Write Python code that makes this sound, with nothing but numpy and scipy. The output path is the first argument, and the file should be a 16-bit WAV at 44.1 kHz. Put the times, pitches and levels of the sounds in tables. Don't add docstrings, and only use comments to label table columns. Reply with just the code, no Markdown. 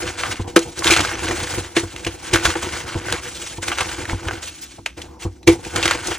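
import sys
import numpy as np
from scipy import signal
from scipy.fft import rfft, irfft
from scipy.io import wavfile
from scipy.ndimage import uniform_filter1d

SR = 44100
rng = np.random.default_rng(int(sys.argv[2]) if len(sys.argv) > 2 else 0)


def master_out(mix):
    frames = np.transpose(np.atleast_2d(mix))
    ceiling = np.clip(frames, -1, 1)
    pcm = np.round(ceiling * 32767).astype(np.int16)
    wavfile.write(sys.argv[1], SR, pcm)


N = 272538


def amp(db):
    return 10 ** (np.asarray(db) / 20)


def evened(x):
    return x / np.sqrt(np.mean(x ** 2) + 1e-20)


def read(points, hz):
    f, value = np.transpose(points)
    return np.interp(np.log(hz + 1), np.log(f), value)


def add(mix, s, sound):
    part = mix[max(round(s * SR), 0):][:len(sound)]
    part += sound[:len(part)]


def colour(x, points, size=4096):
    hz = abs(np.fft.fftfreq(size, 1 / SR))
    log_gain = np.log(amp(read(points, hz)))
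    minimum_phase = np.exp(np.conj(signal.hilbert(log_gain)))
    taps = np.fft.ifft(minimum_phase).real[:size // 2]
    return signal.oaconvolve(x, taps / np.linalg.norm(taps))[:len(x)]


def wander(rate_hz):
    hz = np.fft.rfftfreq(N, 1 / SR)
    return evened(irfft(rfft(rng.standard_normal(N)) / (1 + (hz / rate_hz) ** 4), N))


def scatter(t60, size=8192):
    t = np.arange(size) / SR
    onset = 1 - np.exp(-t / 0.00011)
    taps = rng.standard_normal(size) * amp(-60 * t / t60) * onset
    return taps / np.linalg.norm(taps)


def ring(modes, t):
    place_db = rng.uniform(-2, 2, len(modes))
    total = 0
    for (hz, db, t60), extra_db in zip(modes, place_db):
        total = total + amp(db + extra_db - 60 * t / t60) * np.sin(2 * np.pi * hz * t)
    return total


def grains(per_s, spread_db, cycles, patch_db, count=44):
    out, t = np.zeros(N), np.arange(400) / SR
    breaks = int(per_s * N / SR / count)
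    for hz in np.geomspace(500, 16000, count):
        patches = rng.standard_normal(220)
        when, weight, sign = rng.random((3, 6000))[:, :breaks]
        size_db = spread_db * np.minimum(-np.log(1 - weight), 3.5)
        size_db += patch_db * np.interp(when, np.linspace(0, 1, len(patches)), patches)
        clicks = np.bincount((when * N).astype(int), amp(size_db) * np.sign(sign - .5), N)
        ringing = hz * np.sin(2 * np.pi * hz * t) * np.exp(-t * hz / cycles)
        out += signal.oaconvolve(clicks, ringing)[:N]
    return evened(out)


# f/Hz, relative level per Hz/dB
ROOM_SPECTRUM = [(20, -42), (45, -19), (65, -1), (90, -18.5), (130, -19), (220, -18.5), (335, -11),
                 (450, -39), (1000, -99), (2000, -71), (6000, -36), (10000, -124), (12000, -72)]


def room_hum(level_db=-47):
    return amp(level_db) * colour(rng.standard_normal(N), ROOM_SPECTRUM)


# start t/s, length/s, level/dB
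STRAINS = [(.43, 0.16, -37), (4.976, 0.76, -49.5)]
# coarse crunch against powder/dB, falling crumbs level/dB
FINGER_SQUEEZES = [(0, 0.0017, 0.082, -30, 7.5, -29), (0.15, 0.039, .14, -30.5, 6, -32),
                   (0.467, 0.011, 0.0097, -32.5, -6, -37), (0.572, 0.011, 0.12, -37, -12, -36.5),
                   (0.736, 0.045, .05, -31, 2, -34), (0.814, .045, 0.071, -19, 4.5, -25),
                   (0.962, .01, 0.05, -22, 7.5, -25.5), (1.012, 0.026, 0.17, -37.5, 13, -35),
                   (1.155, 0.079, 0.2, -29, 5.5, -28.5), (1.443, 0.057, 0.089, -26.5, 3, -29),
                   (1.746, 0.011, .04, -28, 2.5, -32.5), (1.915, 0.011, 0.23, -39, 0.5, -38.5),
                   (2.1, 0.18, 0.049, -33, 4, -32.5), (2.325, .008, 0.02, -22.5, 8, -22.5),
                   (2.413, 0.029, .02, -18.5, 4, -23), (2.615, 0.016, .19, -31, 5.5, -32),
                   (2.846, 0.021, 0.12, -35.5, 9.5, -33.5), (2.98, 0.087, 0.09, -32.5, 10, -29.5),
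                   (3.17, 0.061, 0.089, -33.5, -21, -37.5), (3.324, 0.025, 0.2, -33, -16, -42),
                   (3.603, 0.026, .1, -29, 2, -33.5), (3.762, 0.017, .04, -28, 8, -31),
                   (3.835, 0.014, 0.089, -31.5, 5, -35.5), (3.976, 0.01, 0.0072, -31, 6, -28.5),
                   (4.06, 0.024, 0.039, -31.5, 6.5, -32), (4.152, 0.094, 0.13, -39, 9, -32.5),
                   (4.397, 0.034, 0.046, -31.5, -40, -78), (4.505, 0.036, 0.23, -42.5, -30.5, -60),
                   (4.961, 0.017, 0.025, -39.5, 4, -33), (5.184, .02, 0.034, -36.5, -2, -61),
                   (5.463, 0.012, 0.049, -22.5, -0.5, -19.5), (5.617, 0.017, 0.16, -32, 0.5, -30.5),
                   (5.705, 0.071, 0.18, -30.5, 10.5, -32.5), (5.94, 0.13, 0.053, -27.5, 1.5, -31.5)]
RELEASE_S, TRICKLE_DB, TRICKLE_S = 0.02, -7, 0.13


def squeezing(muffle_db=-14):
    t, power = np.arange(0, N, 64) / SR, 0
    closed = 0
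    for s, length, _ in STRAINS:
        closed = closed + np.clip((t - s) / length, 0, 1) * (t < s + length)
    for start, rise, hold, powder_db, grit_db, crumbs_db in FINGER_SQUEEZES:
        since = np.maximum(t - start - rise - hold, 0)
        trickle = amp(TRICKLE_DB + muffle_db * closed) * np.exp(-since / TRICKLE_S)
        release = (1 - amp(TRICKLE_DB)) * np.exp(-since / RELEASE_S) + trickle
        force = np.clip((t - start) / rise, 0, 1) ** 2 * release
        layer_gains = amp([powder_db + grit_db, powder_db, crumbs_db])
        power = power + np.outer(layer_gains, force) ** 2
    return [np.interp(np.arange(N) / SR, t, np.sqrt(layer)) for layer in power]


# f/Hz, relative level per Hz/dB
PATTER_SPECTRUM = [(30, -11.5), (55, 2), (92, 8), (130, -1), (220, -7.5), (295, -2.5), (334, 8), (375, 3),
                   (430, -13.5), (488, 3.5), (550, -12), (900, -6.5), (1600, -44), (4000, -57)]


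def patter(uneven_db=5):
    stir = squeezing()[2]
    for s, length, db in STRAINS:
        add(stir, s, amp(db) * signal.windows.tukey(int(length * SR)))
    drops = rng.standard_normal(N) * (rng.random(N) < 1500 / SR)
    uneven = amp(uneven_db * np.tanh(wander(rate_hz=21.3)))
    return evened(colour(drops * uneven, PATTER_SPECTRUM)) * stir


# f/Hz, relative level/dB, t60/s
SURFACE_MODES = [(200, -23, .05), (300, 12, 0.007), (336, -1.5, 0.16), (350, -3.5, 0.07), (397, -9.5, 0.11),
                 (490.5, -4.5, 0.093), (699.6, -10.5, 0.06), (867, -19.5, 0.082)]
# f/Hz, relative level/dB, t60/s
HEAP_MODES = [(57.3, -3, 0.14), (93, 0, 0.16)]
# f/Hz, relative level per Hz/dB
PUFF_SPECTRUM = [(25, -23), (70, -18), (150, -2), (350, -5.5), (600, -19.5), (1000, -9), (1500, -32.5),
                 (2200, -43), (5000, -87)]
# t/s, relative knock level/dB, relative deep thump level/dB, rise/s
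BLOWS = [(.394, -22.5, -15, 0.0049), (0.5635, -1.5, -34, 0.002), (.854, -18.5, -42, .004),
         (.918, -14.5, -46, 0.0062), (1.252, -25.5, -28, 0.0022), (1.573, -18.5, -16, 0.011),
         (1.766, -10.5, -25, 0.0031), (1.831, -23, -20, 0.005), (2.063, -18, -20.5, 0.0044),
         (2.333, -13, -16, 0.015), (2.45, -21.5, -16.5, 0.0053), (2.552, -17, -33, 0.011),
         (2.95, -18, -16.5, 0.0079), (3.58, -29, -23.5, 0.0048), (4.128, -30, -12, 0.003),
         (4.248, -21.5, -16.5, 0.021), (4.786, -37.5, -32, 0.0054), (5.247, -17.5, -13, 0.011),
         (5.47, 6.5, -12, 0.019), (5.772, -17.5, -28, 0.012), (5.848, -15.5, -22, 0.014),
         (6.08, -21, -45, 0.0038)]


def thuds(puff_s=0.0099, size=16000):
    out, t = np.zeros(N), np.arange(size) / SR
    for s, knock_db, thump_db, rise in BLOWS:
        puff = amp(-9) * colour(rng.standard_normal(size), PUFF_SPECTRUM) * np.exp(-t / puff_s)
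        knock = amp(knock_db) * (ring(SURFACE_MODES, t) + puff)
        late = 1 - np.exp(-t / 0.003)
        thump = amp(thump_db) * (ring(HEAP_MODES, t) * late + puff)
        swell = np.minimum(t / rise, 1) ** 1.6 * np.exp(np.minimum(t, rise) / 0.093)
        add(out, s, swell * (knock + thump))
    return out


# t/s, length/s, level before the swell/dB, centre f/Hz, width at half amplitude/Hz
SLIDES = [(0.394, 0.021, -38, 1060, 703), (.431, .075, -39, 900, 300), (1.09, 0.021, -33, 5700, 200),
          (1.139, .014, -30, 5900, 300), (2.558, 0.009, -34, 930, 700), (2.96, 0.013, -39, 790, 600),
          (3.245, 0.056, -34.5, 1840, 1810), (4.464, 0.041, -36, 3100, 2500),
          (4.608, 0.047, -39, 5700, 3450), (4.778, .022, -40, 804, 493), (4.962, 0.056, -46, 630, 487),
          (5.044, 0.2, -49.5, 970, 350), (5.234, 0.063, -43, 945, 690)]


def rubs():
    out, hz = np.zeros(N), np.fft.rfftfreq(SR // 2, 1 / SR)
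    for s, length, db, centre, width in SLIDES:
        resonance = 1 / (1 + (2 * (hz - centre) / width) ** 2)
        band = irfft(rfft(rng.standard_normal(SR // 2)) * resonance)[:int(length * SR)]
        swell = np.sin(np.linspace(0, np.pi, len(band)))
        add(out, s, amp(db) * evened(band) * swell)
    return out


# f/Hz, relative level per Hz/dB
CRUNCH_SPECTRUM = [(150, -4), (400, -0.5), (700, 6), (1050, 13.5), (1250, 8.5), (1480, 15.5), (1750, 10),
                   (2150, 11.5), (2500, 6.5), (2900, 8.5), (3900, -4.5), (4900, 2), (7000, -20),
                   (12000, -64)]


def splinters(level_db=-15, clump_db=3):
    ticks = grains(per_s=260, spread_db=3.5, cycles=.8, patch_db=1, count=12)
    clumps = amp(level_db + clump_db * np.tanh(wander(rate_hz=41)))
    return colour(ticks, CRUNCH_SPECTRUM) * clumps * squeezing()[0]


# f/Hz, relative level per Hz/dB
POWDER_SPECTRUM = [(1000, -6.5), (3000, -0.5), (4300, -4), (4900, -7), (5900, -1.5), (7500, -4),
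                   (9000, -8.5), (10100, -12), (11000, -55), (13200, -50), (15000, -13), (16000, -38)]


def crumbling(crunch_db=-12.5, powder_db=-4.5, clump_db=3.0, powder_clump_db=2.86):
    clumps = wander(rate_hz=30)
    crunch, powder, _ = squeezing()
    coarse = grains(per_s=6000, spread_db=4, cycles=2.5, patch_db=3)
    fine = grains(per_s=22000, spread_db=2, cycles=4.5, patch_db=2.2)
    coarse = colour(coarse, CRUNCH_SPECTRUM) * amp(crunch_db + clump_db * clumps)
    fine = colour(fine, POWDER_SPECTRUM) * amp(powder_db + powder_clump_db * clumps)
    return coarse * crunch + fine * powder


CHIPS_PER_S, CHIP_DB, CHIP_SPREAD_DB = 45, -4.5, -6
CHIP_TREBLE_DB, CHIP_DECAY_S = -6.5, 0.0021
PIECE_HZ, PIECE_OCTAVES = 2130, 0.71


def chips():
    crunch_db = 20 * np.log10(squeezing()[0] + 1e-6)
    draws = rng.uniform(-1, 1, (600, 5))[:int(CHIPS_PER_S * N / SR)]
    rows = []
    for when, strength, tone, length, pitch in draws:
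        at = int((when + 1) / 2 * N)
        level_db = crunch_db[at] + CHIP_DB + CHIP_SPREAD_DB * strength
        treble_db = CHIP_TREBLE_DB * (1 + tone)
        decay = CHIP_DECAY_S * 2 ** length
        piece_hz = PIECE_HZ * 2 ** (PIECE_OCTAVES * pitch)
        rows.append((at / SR, level_db, treble_db, decay, piece_hz))
    return rows


# f/Hz, relative level per Hz/dB
SNAP_SPECTRUM = [(150, -33), (400, -6), (750, -4), (1500, -0.5), (2200, 3), (3000, 4), (4000, 3),
                 (4900, -1.5), (6200, 2), (8000, -4), (10000, -9), (11500, -33.5), (15500, -35)]
# t/s, relative level/dB, treble tilt about 2500 Hz/dB, decay time/s,
# ring of the loose piece f/Hz
FRACTURE_EVENTS = [(.193, -36, -15, 0.0025, 2300), (0.2355, -4, -12.5, 0.00049, 1240),
                   (0.5633, -2, -5, 0.0075, 1380), (.591, -20, 22, 0.0042, 1460),
                   (0.7915, -22, 28, .004, 3880), (.8224, -13.5, -19, 0.0017, 1050),
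                   (0.845, -13, -2.5, 0.0036, 1480), (.8696, -10, 0, 0.0019, 3300),
                   (0.875, -12, -3, 0.015, 3600), (0.9065, -8.5, -1.5, 0.033, 2460),
                   (0.938, -8, -7, 0.0035, 2900), (0.9642, -7, -6, .003, 1360),
                   (0.9695, -12, -7.5, 0.0033, 1420), (1.007, -13, 1.5, .005, 2950),
                   (1.0502, -14, -8, 0.0025, 1420), (1.312, -15, -12, 0.0031, 1790),
                   (1.7661, -10, -5, 0.012, 1880), (1.9632, -23, -4.5, 0.0029, 2780),
                   (2.0492, -20, 1, 0.0034, 2480), (2.067, -17, -5.5, 0.0093, 2870),
                   (2.3365, -10, 0.5, .015, 1680), (2.359, -10, -6.5, .008, 1480),
                   (2.4527, -7.5, -4.5, 0.0096, 1500), (2.5035, -15.5, -7, .004, 1550),
                   (2.5556, -15, -14.5, 0.0044, 970), (3.085, -18, -11.5, 0.0031, 1470),
                   (3.1253, -7.5, -1, 0.0015, 1500), (3.6825, -14, -3, 0.004, 2150),
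                   (3.7176, -16.5, -12.5, 0.013, 2800), (3.7858, -14.5, -7, 0.0029, 1460),
                   (3.8078, -12, -6.5, 0.0073, 1130), (4.054, -19.5, -9, 0.0025, 1800),
                   (4.0956, -18, -11, 0.0025, 1460), (4.2853, -10.5, -14, .0015, 1460),
                   (4.3108, -16.5, -13, 0.0019, 1440), (4.862, -11.5, -5.5, 0.0029, 2620),
                   (5.018, -26, 0, 0.0053, 3330), (5.4308, -41.5, -2, 0.0067, 4030),
                   (5.4751, -7, -3.5, 0.013, 2250), (5.6494, -27, -2, 0.0059, 2540),
                   (5.761, -10.5, -1.5, 0.0038, 1360), (5.8283, -13.5, -4, 0.016, 2640),
                   (5.8558, -10, -2, 0.0075, 1400), (5.8791, -10, -4, 0.0038, 2160),
                   (5.9111, -6.5, -6, 0.0038, 1390), (6.072, -19, 36, 0.0042, 1580),
                   (6.1137, -20, -18.5, 0.0089, 2900)]


def fractures(level_db=-2, debris_db=-22, debris_s=0.03, ragged_db=3, build_share=0.34,
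              piece_db=-6, tick=2, size=7000):
    out, t = np.zeros(N), (np.arange(size) - size // 8) / SR
    before, after = np.maximum(-t, 0), np.maximum(t, 0)
    for s, db, treble_db, decay, piece_hz in FRACTURE_EVENTS + chips():
        ragged = amp(ragged_db * evened(uniform_filter1d(rng.standard_normal(size), size=50)))
        build = np.exp(-before / np.minimum(build_share * decay, .0012))
        debris = amp(debris_db) * np.exp(-after / debris_s)
        fade = build * (np.exp(-after / decay) + debris)
        tilted = [(hz, level + treble_db * np.clip(np.log2(hz / 2500), -1, 1))
                  for hz, level in SNAP_SPECTRUM]
        source = rng.standard_normal(size) * ragged * fade + tick * (t == 0)
        burst = evened(colour(source, tilted))
        piece = signal.lfilter(*signal.iirpeak(piece_hz, 7, SR), burst)
        burst += amp(piece_db) * evened(piece)
        burst *= np.linalg.norm(fade) / np.linalg.norm(burst)
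        add(out, s + t[0], amp(db + level_db) * burst)
    return out


def chalk(echo_db=-14):
    direct = crumbling() + splinters() + fractures() + rubs()
    echo = signal.oaconvolve(direct, scatter(t60=0.12))[:N]
    return direct + amp(echo_db) * echo + patter()


# f/Hz, side against mid level/dB
PORT_WIDTH = [(60, -21), (120, -21), (200, -7), (350, -13), (500, -6.5), (700, 1.5), (1200, -16.5),
              (2400, -15.5), (4400, -2.5), (6200, -7), (8100, 0.5), (10000, 7.5), (12000, 35), (15000, 11)]
# f/Hz, signed share
PORT_LEAN = [(100, 0.4), (350, 0.34), (700, 0.9), (2000, 0.76), (4700, 1), (5500, -0.5), (8000, -0.3),
             (10000, -0.4), (15000, 0.2)]


def ports(mid, scattered):
    hz = np.fft.rfftfreq(N, 1 / SR)
    lean = np.clip(read(PORT_LEAN, hz), -1, 1)
    shifted = 1j * lean * rfft(mid)
    unrelated = np.sqrt(1 - lean ** 2) * rfft(scattered)
    side = irfft(amp(read(PORT_WIDTH, hz)) * (shifted + unrelated), N)
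    return np.array([mid + side, mid - side])


def scene():
    return ports(chalk() + thuds() + room_hum(), scattered=chalk() + room_hum())


EDGE_HZ = 16200


def record(dry):
    clipped = np.clip(dry, -.96, .96)
    taps = signal.firwin(511, EDGE_HZ, window=("kaiser", 9), fs=SR)
    return signal.oaconvolve(clipped, taps[None], "same")


dry = scene()
out = record(dry)
master_out(out)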